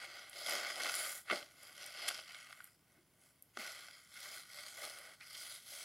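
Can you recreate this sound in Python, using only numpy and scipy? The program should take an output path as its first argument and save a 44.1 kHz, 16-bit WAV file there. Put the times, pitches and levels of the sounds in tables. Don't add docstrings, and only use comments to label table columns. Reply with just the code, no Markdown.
import sys
import numpy as np
from scipy import signal
from scipy.fft import rfft, irfft
from scipy.io import wavfile
from scipy.ndimage import uniform_filter1d

SR = 44100
rng = np.random.default_rng(int(sys.argv[2]) if len(sys.argv) > 2 else 0)


def store_pcm(level_fs):
    pcm = np.round(np.clip(level_fs, -1, 1) * 32767).astype(np.int16)
    wavfile.write(sys.argv[1], SR, np.atleast_2d(pcm).T)


N = 257544


def amp(db):
    return 10 ** (np.asarray(db) / 20)


def unit(x):
    return x / np.sqrt(np.mean(x ** 2) + 1e-20)


def curve_at(points, hz):
    point_hz, value = np.transpose(points)
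    return np.interp(np.log(hz + 1), np.log(point_hz + 1), value)


def add(mix, start_s, sound):
    part = mix[max(round(start_s * SR), 0):][:len(sound)]
    part += sound[:len(part)]


def colour(x, gain):
    hz = np.fft.rfftfreq(4096, 1 / SR)
    log_gain = np.log(np.maximum(gain(hz), 1e-5))
    mirrored = np.concatenate([log_gain, log_gain[-2:0:-1]])
    response = np.exp(np.conj(signal.hilbert(mirrored)))
    taps = np.fft.ifft(response).real[:len(hz)]
    return signal.oaconvolve(x, taps)[:len(x)]


def hump(hz, centre_hz, octaves):
    return 1 / (1 + (np.log2((hz + 1) / centre_hz) / octaves) ** 4) ** .5


def drift(per_s):
    knots = rng.standard_normal(N // 20)
    return np.interp(np.arange(N) * per_s / SR, np.arange(len(knots)), knots)


def side_hiss():
    hz = np.fft.rfftfreq(N, 1 / SR)
    bass_lift = 1 + 250 / (hz + 40)
    return amp(-85.0) * unit(irfft(rfft(rng.standard_normal(N)) * bass_lift, N))


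# frequency in Hz, relative level in dB.
ROOM_TONE_EQ = [(15, -66), (25, -16.5), (110, 0.5), (198, -4), (322, -6.5), (469, -12.5), (1110, -16),
                (2490, -19.5), (7910, -27.5), (15500, -20)]


def room_tone():
    shape = amp(curve_at(ROOM_TONE_EQ, np.fft.rfftfreq(N, 1 / SR)))
    return amp(-74.5) * unit(irfft(rfft(rng.standard_normal(N)) * shape, N))


# frequency in Hz, time to fall 60 dB in seconds.
REVERB_TIMES = [(200, 0.48), (2000, 0.032), (12000, 0.29)]


def room_reverb(x):
    reflections = rng.standard_normal(SR // 2) * (rng.random(SR // 2) < .1)
    reflections[:round(.005 * SR)] = 0
    hz, t, spectrum = signal.stft(reflections, SR, nperseg=256)
    decay = amp(-60 * t / curve_at(REVERB_TIMES, hz)[:, None])
    tail = signal.istft(spectrum * decay, SR, nperseg=256)[1]
    return signal.oaconvolve(x, tail / np.linalg.norm(tail))[:N]


# centre in Hz, half width in Hz, level in dB.
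HOLLOW_RESONANCES = [(366, 38, -10), (614, 101, -2), (778, 63, -7.5), (1208, 99, -6.5), (1471, 110, -1.3),
                     (1953, 89, -5), (2135, 115, -1.5), (2632, 95, -11), (3250, 325, -6.5),
                     (4340, 630, -7.0), (4970, 256, -5.5), (5820, 120, -12), (6150, 1860, -14.5),
                     (7350, 98, -11), (8210, 450, -13.5), (10170, 1230, -7), (11640, 1100, -12),
                     (14800, 2100, -29)]


def hollow(hz):
    return np.sqrt(sum(amp(db) ** 2 / (1 + ((hz - centre_hz) / half_width_hz) ** 2) ** 2
                       for centre_hz, half_width_hz, db in HOLLOW_RESONANCES))


# start and length in seconds, RMS level in dB, resonance in Hz.
FIST_JETS = [(0.94, 0.11, -50.5, 10200), (0.969, 0.22, -58.5, 7100), (4.65, 0.094, -65.5, 8100),
             (5.208, 0.03, -58.5, 2230)]


def jets(half_width_hz=180, waver_share=.02):
    out = np.zeros(N)
    for start, length, db, ring_hz in FIST_JETS:
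        t = np.arange(0, length, 1 / SR)
        pitch_hz = ring_hz * (1 + waver_share * drift(per_s=20)[:len(t)])
        fuzz = colour(rng.standard_normal(len(t)), lambda hz: 1 / (1 + (hz / half_width_hz) ** 2))
        hiss = fuzz * np.sin(2 * np.pi * np.cumsum(pitch_hz) / SR)
        swell = np.sin(np.pi * t / length) ** .5
        add(out, start, amp(db) * unit(hiss * swell))
    return out


# start and length in seconds, RMS level in dB, centre in Hz, spread in octaves.
PUFFS_AND_RUBS = [(1.267, 0.066, -50, 1830, 0.58), (1.297, 0.0077, -34.5, 1550, 1.06),
                  (1.3067, 0.011, -33, 1730, 0.97), (1.305, 0.037, -46, 298, 0.98),
                  (1.321, 0.015, -37.5, 1090, 1.1), (2.077, 0.019, -36.5, 4000, 1.76),
                  (2.086, 0.0042, -35.5, 4400, 1.2), (2.952, 0.06, -74, 280, 0.42),
                  (2.925, 0.09, -80.5, 1800, 0.35), (3.571, 0.0039, -38.5, 900, 2.1),
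                  (3.57, 0.04, -61, 230, 0.8), (4.15, 0.033, -57, 2096, 0.85),
                  (5.346, 0.012, -50.5, 3100, 1.25)]


def puffs_and_rubs():
    out, t = np.zeros(N), np.arange(4096) / SR
    body = lambda hz: hollow(hz) + 0.17 * hump(hz, centre_hz=290, octaves=0.53)
    for start, length, db, centre_hz, octaves in PUFFS_AND_RUBS:
        swell = np.sin(np.pi * np.minimum(t / length, 1)) * rng.standard_normal(len(t))
        puff = colour(swell, lambda hz: body(hz) * hump(hz, centre_hz, octaves) ** 2)
        rms = np.sqrt(np.sum(puff ** 2) / (length * SR))
        add(out, start, amp(db) * puff / rms)
    return out


def burst(peak_db, ring_hz, eq, decay_s, ring_gain):
    t = np.arange(2048) / SR
    envelope = np.sqrt(t) * np.exp(-t / decay_s)
    tear = rng.choice([-1., 1.], len(t))
    ring = ring_gain * np.sin(2 * np.pi * ring_hz * t)
    sound = colour(envelope * (tear + ring), eq)
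    return amp(peak_db) * sound / abs(sound).max()


# start in seconds, peak level in dB, ring pitch in Hz.
WET_POPS = [(0.33, -40.5, 2015), (0.534, -31, 1420), (0.648, -30.5, 1970), (0.8, -33.5, 1420),
            (0.835, -33, 4860), (0.865, -31.5, 1400), (0.895, -28.5, 1990), (0.9398, -31.5, 2090),
            (1.427, -40, 1610), (2.024, -38, 2100), (2.109, -34.5, 1530), (2.19, -35.5, 1520),
            (2.346, -37, 2110), (2.507, -46, 1470), (2.527, -39.5, 2190), (2.604, -41.5, 1570),
            (3.5953, -41, 2160), (3.884, -43.5, 1420), (4.2284, -42, 4310), (4.586, -38, 2050),
            (4.7767, -45, 2140), (5.21, -44, 2250)]


def wet_pops():
    out = np.zeros(N)
    for start, db, ring_hz in WET_POPS:
        rounded = lambda hz: hollow(hz) * hump(hz, ring_hz, octaves=1.3) ** 2
        add(out, start, burst(db, ring_hz, rounded, decay_s=.0011, ring_gain=0.28))
    return out


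# start in seconds, peak level in dB, ring pitch in Hz.
FILM_SNAPS = [(0.296, -39.5, 11070), (0.4948, -31, 11000), (0.5342, -33, 11700), (0.952, -28, 10150),
              (1.632, -44, 10100), (1.8617, -38, 8470), (2.6422, -40.5, 11980), (3.4233, -43.5, 12530),
              (4.2047, -44, 10550), (4.9881, -44, 11100)]


def film_snaps():
    out = np.zeros(N)
    bright = lambda hz: hump(hz, centre_hz=9900, octaves=0.42) ** 2 + 0.051
    for start, db, ring_hz in FILM_SNAPS:
        add(out, start, burst(db, ring_hz, bright, decay_s=0.0013, ring_gain=0.6))
    return out


def bubble_swarm(lo_hz, hi_hz, per_s, spread_db, decay_cycles, tear_s, sizes=28):
    t, out = np.arange(512) / SR, np.zeros(N)
    bins_hz = np.fft.rfftfreq(len(t), 1 / SR)
    per_size = int(per_s * N / SR / sizes)
    for hz in np.geomspace(lo_hz, hi_hz, sizes):
        age = t * hz / decay_cycles
        bend = 1 + 0.045 * np.minimum(age, 4)
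        ring = np.sin(2 * np.pi * hz * t * bend) * np.sqrt(age) * np.exp(-age)
        rasp = irfft(rfft(rng.standard_normal(len(t))) * hump(bins_hz, hz, octaves=1.82))
        tear = rasp * np.sqrt(t) * np.exp(-t / tear_s)
        when, chance, polarity = rng.random((4000, 3))[:per_size].T
        accent_db = spread_db * np.minimum(-np.log(chance), 3.3)
        triggers = np.zeros(N)
        triggers[(when * N).astype(int)] = np.sign(polarity - .5) * amp(accent_db)
        out += signal.oaconvolve(triggers, 0.55 * unit(ring) + unit(tear))[:N]
    return unit(out)


def palm_cavity(x, gain_db, centre_hz=2780, q=6):
    resonance = signal.lfilter(*signal.iirpeak(centre_hz, q, SR), x)
    return x + (amp(gain_db) - 1) * resonance


def finger_gaps(x, depth_db=2.2, width_hz=450, life_s=.12):
    hz, _, spectrum = signal.stft(x, SR, nperseg=256)
    patches = uniform_filter1d(rng.standard_normal(spectrum.shape), round(width_hz / hz[1]), axis=0)
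    patches = unit(uniform_filter1d(patches, round(life_s * SR / 128), axis=1))
    treble = np.clip(hz / 2500 - 1, 0, 1)[:, None]
    return signal.istft(spectrum * amp(depth_db * treble * patches), SR, nperseg=256)[1][:N]


def register(x, lo_hz, hi_hz):
    edges = lambda hz: 1 / np.sqrt((1 + (hz / hi_hz) ** 14) * (1 + (lo_hz / (hz + 1)) ** 14))
    return colour(x, lambda hz: hollow(hz) * ((hz + 1) / 1000) ** 0.41 * edges(hz))


# crest time, rise and fall in seconds, squish level in dB,
# then gurgle, rasp, fizz and spray in dB relative to the squish.
SQUEEZE_STROKES = [(0.054, 0.095, 0.013, -54, -11, -4, -12.5, -32.0),
                   (0.159, 0.15, 0.16, -57.5, -7, -0.5, -9, -28),
                   (0.412, 0.078, 0.055, -55, -3, 4.5, -1.5, -17.0),
                   (0.525, 0.074, 0.098, -44.5, -3, 1.5, -6, -24),
                   (0.68, 0.17, 0.084, -46.5, -8.0, -3, -10.5, -23.5),
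                   (0.879, 0.14, 0.046, -46, -4, -0.5, -6.5, -30),
                   (0.995, 0.12, 0.14, -46.5, -10.5, -1.5, -0.5, -19),
                   (1.15, 0.18, 0.061, -55.5, -11, -4.5, 2.5, -5),
                   (1.374, 0.022, 0.027, -56, -5, -7, -7, -22),
                   (1.688, 0.15, 0.078, -64.5, -5.5, 1.0, -0.5, -19.5),
                   (1.832, 0.076, 0.1, -56.5, -6.5, 2, -5.5, -22.0),
                   (2.075, 0.15, 0.15, -52, -7, 1.5, -8.0, -31),
                   (2.31, 0.063, 0.26, -58.5, -16, -2.5, -9, -28.0),
                   (2.6, 0.13, 0.1, -65.5, -14, -9.5, -3.5, -21),
                   (2.95, 0.15, 0.068, -80.5, -1, -18, -8, -17.5),
                   (3.255, 0.062, 0.079, -78.5, -5, 0.5, 6.5, -10.5),
                   (4.255, 0.115, 0.2, -56.5, -12, 0, -4, -21), (4.37, 0.19, 0.051, -61.5, -6, 5, 4.5, -8),
                   (4.601, 0.12, 0.16, -59.5, -10, 3, -0.5, -15.5),
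                   (5.083, 0.27, 0.077, -59.5, -7.0, -3.5, -5.5, -26),
                   (5.215, 0.016, 0.13, -62.5, -17, -4, -8, -32),
                   (5.459, 0.17, 0.15, -59.5, -9, 6, 3.8, -10),
                   (5.75, 0.096, 0.483, -60.5, -8.5, 6.5, 4, -7)]
RELEASE_STROKES = [(1.328, 0.029, 0.066, -44.5, 0, -1.5, -10, -25),
                   (3.604, 0.022, 0.22, -49, -9, -1.5, -6.5, -22.5),
                   (4.841, 0.071, 0.094, -51.5, -2.5, 0.8, -2.5, -13)]
EBB_SLOPES = [1.35, 1.02, 0.94, 0.82, 1.1]
RESTING_DB = [-89, -86, -85.5, -81.5, -102]


def hand_envelopes(flank_db=10):
    t = np.arange(0, N, 32) / SR
    power = amp(RESTING_DB)[:, None] ** 2
    for strokes, roundness in (SQUEEZE_STROKES, 2.4), (RELEASE_STROKES, 1):
        for crest, rise, fall, squish_db, gurgle_db, rasp_db, fizz_db, spray_db in strokes:
            crest_db = squish_db + np.array([gurgle_db, 0, rasp_db, fizz_db, spray_db])
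            ebb_db = flank_db * np.maximum((crest - t) / rise, (t - crest) / fall) ** roundness
            power = power + amp(crest_db[:, None] - np.outer(EBB_SLOPES, ebb_db)) ** 2
    return [np.interp(np.arange(N) / SR, t, 10 * np.log10(p)) for p in power]


# time in seconds, crackle's share of the power, palm cavity gain in dB.
SUDS_TEXTURE = [(0, 0.21, 3.5), (0.5, 0.25, -3), (0.85, 0.39, 0), (1.1, 0.12, -3.5), (1.35, 0.19, -2.5),
                (2.0, 0.4, 4), (2.55, 0.46, 2.5), (3.6, 0.26, 1.5), (4.1, 0.29, -7.5), (5.1, 0.21, -1),
                (5.8, 0.21, -4)]


def foam(gurgle_top_hz=1000, squish_top_hz=2500, rasp_top_hz=6500):
    gurgle_db, squish_db, rasp_db, fizz_db, spray_db = hand_envelopes()
    times, *lanes = np.transpose(SUDS_TEXTURE)
    coarse, palm_db = [np.interp(np.arange(N) / SR, times, lane) for lane in lanes]
    froth = bubble_swarm(299.5, 13700, per_s=5500, spread_db=2.5, decay_cycles=1.97, tear_s=0.00075)
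    crackle = bubble_swarm(606.4, 7940, per_s=220, spread_db=3.0, decay_cycles=3.54, tear_s=0.0013)
    suds = np.sqrt(1 - coarse) * froth + np.sqrt(coarse) * crackle
    swarm = finger_gaps(palm_cavity(suds, palm_db))
    swarm *= amp(0.62 * drift(per_s=130))
    slosh_db = np.clip(-9.5 + 0.27 * (gurgle_db + 40), -16, -6)
    slosh = unit(colour(rng.standard_normal(N), lambda hz: hump(hz, centre_hz=361, octaves=0.77) ** 2))
    spurts = amp(drift(per_s=70))
    low_bubbles = unit(register(swarm, 135, gurgle_top_hz))
    gurgle = unit((low_bubbles + amp(slosh_db) * slosh) * spurts)
    squish = unit(register(swarm, gurgle_top_hz, squish_top_hz) * spurts)
    rasp = unit(register(swarm, squish_top_hz, rasp_top_hz))
    fizz = unit(register(swarm, rasp_top_hz, SR / 2))
    spray = unit(colour(rng.standard_normal(N), lambda hz: hump(hz, centre_hz=14400, octaves=0.25) ** 2))
    return (gurgle * amp(gurgle_db) + squish * amp(squish_db) + rasp * amp(rasp_db)
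            + fizz * amp(fizz_db) + spray * amp(spray_db))


def scene():
    sponge = foam() + wet_pops() + film_snaps() + puffs_and_rubs() + jets()
    middle = sponge + amp(-12.5) * room_reverb(sponge) + room_tone()
    side = side_hiss()
    return np.array([middle + side, middle - side])


def record(dry, cutoff_hz=15850):
    high_cut = signal.firwin(511, cutoff_hz, window=("kaiser", 9), fs=SR)
    return signal.oaconvolve(dry, high_cut[None], "same")


dry = scene()
out = record(dry)
store_pcm(out)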